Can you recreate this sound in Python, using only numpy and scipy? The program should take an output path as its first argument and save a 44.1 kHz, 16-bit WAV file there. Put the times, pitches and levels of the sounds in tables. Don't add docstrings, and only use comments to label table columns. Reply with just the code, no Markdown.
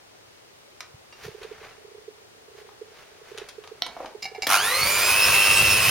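import sys
import numpy as np
from scipy import signal
from scipy.fft import rfft, irfft, next_fast_len
from scipy.io import wavfile

SR = 44100
rng = np.random.default_rng(int(sys.argv[2]) if len(sys.argv) > 2 else 0)


def file_out(sig):
    cols = np.atleast_2d(sig).T
    lim = np.clip(cols, -1, 1)
    pcm = np.round(lim * 32767).astype(np.int16)
    wavfile.write(sys.argv[1], SR, pcm)


N = 260190
TIME = np.arange(N) / SR
PADDED = next_fast_len(N + 8192, True)
HZ = np.fft.rfftfreq(PADDED, 1 / SR)
SWITCH_ON_S = 4.468

# multiple of the shaft speed (rounded when used), level in dB when
# running free, level in dB under full load.
MOTOR_TONES = [(3, -29, -45), (4.95, -44, -43), (6, -34, -50.5), (7, -36, -45.5), (9, -42.5, -41.5),
               (13.7, -50, -39.5), (18, -67, -52), (24, -35, -29.5), (28, -58, -35), (30, -60, -51),
               (36, -39.5, -23), (40, -57, -35), (41, -60, -54), (48, -39, -39), (60, -47, -49.5),
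               (72.4, -41.5, -62)]
# frequency in Hz, gain in dB.
HOUSING_GAIN = [(300, -24), (1100, -2.5), (3000, 6), (4750, 0.5), (5700, -9), (7000, 0), (8300, -4),
                (9100, -1), (10600, 4), (11500, 3), (13500, 10), (15200, 10)]
# turns a second to gain, time constant in seconds.
SPIN_UP_STAGES = [(64.4, .07), (151.4, .361)]
# time in seconds, load from 0 to 1.
BUTTER_LOAD = [(4.85, 0.13), (5.5, 0.88)]
# middle in seconds, half length in seconds,
# turns a second lost, churning level in dB.
BUTTER_LUMPS = [(4.842, 0.035, 2.77, -39.5), (5.001, .075, 5.2, -52), (5.29, .04, 0.19, -41),
                (5.65, 0.0487, 3.086, -32), (5.834, 0.1, 13.7, -37.5)]

# frequency in Hz, level in dB.
RUSH_COLOUR = [(150, -26), (300, -17.5), (420, -6), (750, -7), (1150, -2), (1750, -6), (2350, -1.5),
               (2700, -1), (3300, -7), (5300, -5.5), (6200, -9), (8200, -8), (9050, -1), (9800, -5.5),
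               (11500, -10), (15500, -12)]
GROWL_COLOUR = [(120, -66), (200, -25), (456, -29), (735, -8.5), (933, -9.5), (1400, -2), (1910, -19),
                (2380, -7), (4120, -19), (5730, -13.5), (7830, -21.5), (9060, -13), (16000, -24.5)]
CHURN_COLOUR = [(25, -32), (42, -19), (80, -1), (150, -6), (260, -15.5), (600, -17), (2000, -80)]
PLASTIC_COLOUR = [(120, -68), (300, -15), (800, -2.5), (1800, 1.5), (4000, 1.5), (10000, -10), (16000, -29)]
BODY_KNOCK_COLOUR = [(120, -21), (300, -14.5), (800, 2.5), (1800, -23), (4000, -39), (10000, -49)]
SNAP_COLOUR = [(120, -35), (300, -6), (800, -5), (1800, -5.5), (4000, -6), (10000, -13), (16000, -12)]
CLOTH_COLOUR = [(25, -5), (60, 1), (150, -3), (280, -9), (500, 2.5), (1000, -1.5), (1400, 1), (2200, -0.5),
                (3300, -5.5), (6000, -10.5), (9000, -19), (15000, -23.5)]
HISS_COLOUR = [(25, -36), (64, -8.5), (110, -5.5), (200, -12.5), (290, -6.5), (400, -1.5), (800, -6),
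               (1250, -10), (5000, -14), (7100, -18), (7900, -22.5), (9100, -17.5), (10200, -27),
               (16000, -27)]

# frequency in Hz, relative level in dB, fade time in seconds.
BEATER_MODES = [(770, -5.5, 0.062), (1687, -18.5, 0.21), (2140, -4, 0.074), (2300, 3, 0.085),
                (2790, 1.5, 0.04), (3820, -7, 0.076), (4000, -1.5, 0.053), (4470, -1.5, 0.078),
                (5060, 3, 0.092), (4720, -8, 0.061), (5570, -1.5, 0.069), (6350, -4, 0.035),
                (7100, -3, 0.052), (8900, -15, 0.05), (10300, -32, .07), (12830, -25, .07)]
BOWL_MODES = [(716, -27.5, 0.08), (990, -18, 0.0082), (1350, -27, 0.035), (1950, -20, 0.014),
              (2240, -38.5, 0.78), (3120, -8, 0.013), (3860, -4.5, 0.011), (4300, -5, 0.013),
              (5460, -15.5, 0.021), (6100, -22, 0.009), (9400, -27, 0.0091), (12900, -21, 0.011)]
SPOON_MODES = [(2780, 2, 0.24), (3820, -8, .15), (4800, 1, 0.24), (5600, -1, 0.18)]

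# start in seconds, relative level in dB, brightness in dB an octave.
BEATER_CLINKS = [(4.223, -22, 2.5), (4.242, -27, -0.5), (4.254, -27.5, -5), (4.348, -37, -8.5),
                 (4.360, -41, -10.5), (4.4215, -18.5, 1), (4.431, -26.5, -6.5), (4.438, -25.5, 2)]
# start in seconds, relative level in dB,
# brightness in dB an octave, fade time in seconds.
PLASTIC_CLICKS = [(0.805, -24.5, -0.2, 0.021), (1.125, -41.5, -4.5, .045), (1.418, -41, -5, .03),
                  (1.431, -34, -1.5, .039), (2.689, -37.5, -8.5, 0.026), (3.376, -29, -1, 0.01),
                  (3.382, -27.5, 0, 0.02), (3.487, -32.5, 2, 0.042), (3.638, -36.5, -5, 0.031),
                  (3.674, -34, -3, .025), (3.863, -28, 1, 0.038), (4.058, -30.5, -4, 0.022)]
# start in seconds,
# relative level in dB, fade time in seconds.
BODY_KNOCKS = [(3.863, -30, 0.046), (3.965, -28, 0.04), (4.001, -31.5, 0.039), (4.026, -34.5, 0.052),
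               (4.045, -29.5, 0.022)]
# start in seconds, level in dB, frequency in Hz.
SOFT_BUMPS = [(0.938, -40.5, 111), (1.257, -35.5, 136), (1.283, -39, 130), (4.817, -46, 99),
              (5.288, -29, 85.5), (5.612, -47, 143), (5.675, -32, 120)]
# time in seconds, level in dB.
FOCUS_PIPS = [(1.246, -36.5), (1.279, -33), (1.345, -35.5), (1.412, -38.5), (1.445, -32.5), (1.513, -32.5),
              (1.611, -40), (2.079, -32.5), (2.812, -31), (3.314, -35.5), (3.345, -37), (3.38, -38),
              (3.415, -32.5), (3.715, -33.5), (4.146, -32.5), (4.314, -38.5), (4.381, -30.5)]
# start in seconds, end in seconds, level in dB.
FOCUS_HUNTS = [(1.83, 2.0, -42.5), (2.53, 2.73, -46.5), (3.565, 3.665, -43.5)]
# loudest moment in seconds, level in dB,
# rise in seconds, fall in seconds, treble gain in dB.
CLOTH_STROKES = [(1.243, -43, 0.027, 0.045, 6.5), (1.44, -47, 0.033, 0.041, -3),
                 (1.54, -49.5, 0.034, 0.032, -12), (1.638, -44.5, 0.028, 0.068, -8.5),
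                 (2.59, -52.5, 0.02, 0.032, 4), (3.0, -51.5, 0.07, 0.084, -1),
                 (3.29, -51.5, 0.027, 0.032, 3), (3.395, -44, .03, 0.057, -10),
                 (3.66, -73, 0.078, 0.077, 4), (4.05, -52.5, 0.19, 0.042, -2), (4.45, -59, 0.2, 0.032, 0)]

# frequency in Hz, fade time in seconds.
KITCHEN_FADE = [(200, 0.62), (2000, 0.26), (6000, 0.22), (14000, 0.083)]
# frequency in Hz, likeness (1 same, 0 unrelated, -1 opposite).
SOURCE_LIKENESS = [(60, .97), (400, .94), (1400, .99), (2300, .96), (3100, .72), (5500, .68), (9000, .45),
                   (15000, .4)]
HISS_LIKENESS = [(60, 0.16), (170, 0.19), (300, -0.35), (5000, -0.48), (15000, -0.05)]
# frequency in Hz, left minus right in dB.
MOTOR_BALANCE = [(100, 1.5), (2400, -1.5), (2700, 1), (3300, 0), (5400, -3), (9000, -3), (15000, -2)]
# frequency in Hz, lead of the left side in radians.
MOTOR_PHASE_LEAD = [(100, .1), (2350, 0), (2660, 1.2), (2850, -.6), (3700, -.2), (5400, -.7), (7500, -1),
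                    (10000, -2), (14000, -1.5)]


def mixer():
    speed = shaft_speed()
    turns = np.cumsum(speed * (1 + .0015 * drift(25))) / SR
    load = np.clip(curve(BUTTER_LOAD), 0, 1)
    singing = armature_whine(speed, turns, load) + shaft_tones(turns, load)
    rush = brush_rush(speed, turns)
    fade_in = np.clip((TIME - SWITCH_ON_S) / 0.084, 0, 1)
    surge = 1 + 0.26 * np.exp(-np.maximum(TIME - SWITCH_ON_S, 0) / 0.045)
    motor = starting_growl() + fade_in * (rush + surge * singing)
    side = np.array([[.5], [-.5]])
    placement = amp(side * read(MOTOR_BALANCE, HZ)) * np.exp(1j * side * read(MOTOR_PHASE_LEAD, HZ))
    return kitchen(filtered(motor, placement), wet_db=-9.5)


def shaft_speed(top_speed=245.3, load_droop=16.5):
    since_on = np.maximum(TIME - SWITCH_ON_S, 0)
    free = top_speed - sum(gap * np.exp(-since_on / lag_s) for gap, lag_s in SPIN_UP_STAGES)
    lump_drag = sum(lost * lump_shape(s, half_s) for s, half_s, lost, _ in BUTTER_LUMPS)
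    return free - load_droop * curve(BUTTER_LOAD) - lump_drag


def armature_whine(speed, turns, load, slots=12, peak_hz=2690, width_hz=186, boost_db=10):
    phase = 2 * np.pi * slots * turns + .36 * drift(140)
    resonance_db = boost_db / (1 + ((slots * speed - peak_hz) / width_hz) ** 2)
    flutter = (1 - load) * mains(.7) + load * mains(.85)
    return np.cos(phase) * flutter * amp(-27 + resonance_db + 2.0 * drift(140))


def shaft_tones(turns, load):
    tones = np.zeros(N)
    for multiple, free_db, loaded_db in MOTOR_TONES:
        wobble = (.5 + multiple / 160) * drift(70)
        phase = 2 * np.pi * np.round(multiple) * turns + wobble + rng.uniform(0, 2 * np.pi)
        level_db = free_db + load * (loaded_db - free_db) + 4.1 * drift(14)
        tones += np.sqrt(2) * amp(level_db) * np.cos(phase)
    return filtered(tones, amp(read(HOUSING_GAIN, HZ))) * mains(0.23)


def brush_rush(speed, turns, cruise_speed=220, db_per_doubling=12.5, buzz_db=-7):
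    angle = 2 * np.pi * turns
    scrape = 1 + 0.1 * np.cos(angle) + 0.11 * np.cos(2 * angle) + 0.28 * np.cos(3 * angle)
    rush = noise(RUSH_COLOUR) * scrape + amp(buzz_db) * coloured(gear_buzz(turns), RUSH_COLOUR)
    level_db = -22.5 + db_per_doubling * np.log2(speed / cruise_speed) + 0.97 * drift(22.6)
    return rush * mains(0.01) * amp(level_db)


def gear_buzz(turns, harmonics=90):
    one_turn = signal.resample(rng.standard_normal(2 * harmonics), 4096)
    return np.interp(turns, np.arange(4096) / 4096, one_turn, period=1)[None]


def starting_growl(rise_s=0.035, hold_until_s=.092, drop_s=0.015, tail_s=0.049, tail_share=0.52):
    since_on = TIME - SWITCH_ON_S
    since_hold = np.maximum(since_on - hold_until_s, 0)
    rise = np.clip(since_on / rise_s, 0, 1) ** 2
    fall = (1 - tail_share) * np.exp(-since_hold / drop_s) + tail_share * np.exp(-since_hold / tail_s)
    return amp(-18.5) * noise(GROWL_COLOUR) * mains(.75) * rise * fall


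def mains(sharpness):
    pulses = np.exp(sharpness * np.cos(2 * np.pi * 100 * (TIME - .0035)))
    return pulses / np.sqrt(np.i0(2 * sharpness))


def butter(free_db=-54, loaded_db=-38):
    steady = amp(free_db + curve(BUTTER_LOAD) * (loaded_db - free_db)) * (TIME > SWITCH_ON_S)
    lump_power = sum(amp(db) ** 2 * lump_shape(s, half_s) for s, half_s, _, db in BUTTER_LUMPS)
    return noise(CHURN_COLOUR) * np.sqrt(steady ** 2 + lump_power) * amp(2.0 * drift(26))


def lump_shape(middle_s, half_s):
    return np.exp(-((TIME - middle_s) / half_s) ** 2)


def beater_clinks(rise_s=0.00033):
    out, t = np.zeros((2, N)), np.arange(SR // 2) / SR
    for s, db, bright_db in BEATER_CLINKS:
        chatter = 0.79 * stereo(len(t)) * np.exp(-t / 0.015)
        soft_chatter = signal.lfilter([.5], [1, -.6], chatter)
        contact = 1 + .45 * np.interp(t, t[::90], rng.standard_normal(len(t[::90])))
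        rattle = contact * ring(BEATER_MODES, bright_db, detune=.012) + soft_chatter
        add(out, s, amp(db - 11.5) * rattle * (1 - np.exp(-t / rise_s)))
    return kitchen(out * pan(-2.0), wet_db=-9.5)


def spoon_and_bowl_taps(spoon_at_s=1.125, bowl_at_s=3.8208, rise_s=0.0003):
    out, t = np.zeros((2, N)), np.arange(SR // 2) / SR
    onset = 1 - np.exp(-(t / rise_s) ** 2)
    add(out, spoon_at_s, amp(-53.5) * onset * ring(SPOON_MODES, bright_db=-3.0, detune=0.0036))
    add(out, bowl_at_s, amp(-6) * onset * ring(BOWL_MODES, bright_db=-1.0, detune=0.0036))
    return kitchen(out * pan(-5.0), wet_db=-7.5)


def clicks_and_knocks():
    out = np.zeros((2, N))
    for s, db, bright_db, t60 in PLASTIC_CLICKS:
        add(out, s, amp(db) * crack(PLASTIC_COLOUR, t60, bright_db))
    for s, db, t60 in BODY_KNOCKS:
        add(out, s, amp(db) * crack(BODY_KNOCK_COLOUR, t60))
    add(out, SWITCH_ON_S, amp(-11) * crack(SNAP_COLOUR, t60=0.038))
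    return kitchen(out * amp(-7), wet_db=-6.5)


def bumps(cycles=2.4):
    out = np.zeros(N)
    for s, db, hz in SOFT_BUMPS:
        t = np.arange(int(cycles * SR / hz)) / SR
        add(out, s, amp(db) * np.hanning(len(t)) * np.sin(2 * np.pi * hz * t))
    return out


def focus_motor(from_s=1.2448, to_s=4.4, every_s=.033366, pitch_hz=430, step_s=0.018, ring_s=0.048):
    out, t = np.zeros(N), np.arange(SR // 12) / SR
    progress = np.minimum(t / step_s, 1)
    swell = np.sin(np.pi * progress) ** 2 + 0.15 * progress * np.exp(-abs(t - step_s) / ring_s)
    step_times = np.arange(from_s, to_s, every_s)
    size, detune = rng.standard_normal((len(step_times), 2)).T
    level_db = np.full(len(step_times), -51.5)
    for start, end, db in FOCUS_HUNTS:
        level_db[(step_times > start) & (step_times < end)] = db
    level_db += 3.5 * size
    for s, db in FOCUS_PIPS:
        level_db[np.argmin(abs(step_times - s))] = db
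    for s, db, hz in zip(step_times, level_db, pitch_hz * (1 + 0.02 * detune)):
        add(out, s - .002, amp(db) * swell * np.sin(2 * np.pi * hz * t))
    return out * pan(-8.0)


def rustle(treble_hz=4500, steady_db=-64):
    cloth = noise(CLOTH_COLOUR)
    treble = filtered(cloth, HZ ** 2 / (HZ ** 2 + treble_hz ** 2))
    out = amp(steady_db) * cloth
    for s, db, rise_s, fall_s, treble_db in CLOTH_STROKES:
        swell = np.exp(-np.maximum((s - TIME) / rise_s, (TIME - s) / fall_s))
        out += amp(db) * swell * (cloth + (amp(treble_db) - 1) * treble)
    return out * amp(1.6 * drift(110)) * pan(-0.27)


def kitchen(x, wet_db):
    t = np.arange(SR // 2) / SR
    echoes = stereo(len(t)) * (t > .004)
    hz, s, spectrum = signal.stft(echoes, SR, nperseg=256)
    fade = amp(-60 * s / read(KITCHEN_FADE, hz)[:, None])
    tail = signal.istft(spectrum * fade, SR, nperseg=256)[1]
    return x + amp(wet_db) * signal.fftconvolve(x, tail / np.linalg.norm(tail[0]), axes=1)[:, :N]


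def hiss():
    return noise(HISS_COLOUR, HISS_LIKENESS) * amp(-57) * pan(1.0)


def ring(modes, bright_db, detune):
    t = np.arange(SR // 2) / SR
    hz, db, t60 = np.transpose(modes)[:, :, None]
    hz = hz * (1 + detune * rng.standard_normal(hz.shape))
    phase = rng.uniform(0, 2 * np.pi, hz.shape) + rng.standard_normal((2,) + hz.shape) * hz / 8000
    level_db = db + bright_db * np.log2(hz / 4000) - 60 * t / t60
    return (amp(level_db) * np.sin(2 * np.pi * hz * t + phase)).sum(1)


def crack(colour, t60, bright_db=0):
    t = np.arange(4096) / SR
    hz = abs(np.fft.fftfreq(len(t), 1 / SR))
    gain = amp(read(colour, hz) + bright_db * np.log2(np.maximum(hz, 800) / 800))
    body = np.exp(np.conj(signal.hilbert(np.log(gain))))
    blow = stereo(len(t)) * amp(-60 * t / t60) * (1 - np.exp(-t / 0.0011))
    burst = irfft(rfft(blow) * body[:len(t) // 2 + 1])
    return burst / burst[:, t < .003].std()


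def noise(colour, likeness=SOURCE_LIKENESS):
    return coloured(stereo(N, likeness), colour)


def stereo(size, likeness=SOURCE_LIKENESS):
    a, b = rfft(rng.standard_normal((2, size)))
    same = np.clip(read(likeness, np.fft.rfftfreq(size, 1 / SR)), -1, 1)
    return irfft(np.array([a, same * a + np.sqrt(1 - same ** 2) * b]), size)


def drift(rate_hz):
    slow_hz = HZ[HZ < 800]
    a, b = rng.standard_normal((len(slow_hz), 2)).T
    wander = irfft((a + 1j * b) / (1 + (slow_hz / rate_hz) ** 4), PADDED)[:N]
    return wander / np.sqrt(np.mean(wander ** 2) + 1e-20)


def coloured(x, colour):
    x = filtered(x, amp(read(colour, HZ)))
    return x / x.mean(0).std()


def notched(x, notch_hz=7850, width_hz=300):
    distance_squared = (HZ - notch_hz) ** 2
    return filtered(x, distance_squared / (distance_squared + width_hz ** 2))


def filtered(x, gain):
    return irfft(rfft(x, PADDED) * gain, PADDED)[..., :N]


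def read(table, hz):
    row_hz, value = np.transpose(table)
    return np.interp(np.log(hz + 1), np.log(row_hz + 1), value)


def curve(table):
    return np.interp(TIME, *np.transpose(table))


def add(mix, start_s, sound):
    part = mix[..., round(start_s * SR):][..., :sound.shape[-1]]
    part += sound[..., :part.shape[-1]]


def pan(db):
    return amp(np.array([[db], [-db]]) / 2)


def amp(db):
    return 10 ** (np.asarray(db) / 20)


def scene():
    background = hiss()
    soft_sounds = rustle() + focus_motor() + bumps()
    hits = clicks_and_knocks() + spoon_and_bowl_taps() + beater_clinks()
    return background + notched(soft_sounds + hits + mixer() + butter())


def record(dry):
    low_pass = signal.firwin(511, 16050, window=("kaiser", 9), fs=SR)
    return signal.oaconvolve(dry, low_pass[None], "same")


dry = scene()
out = record(dry)
file_out(out)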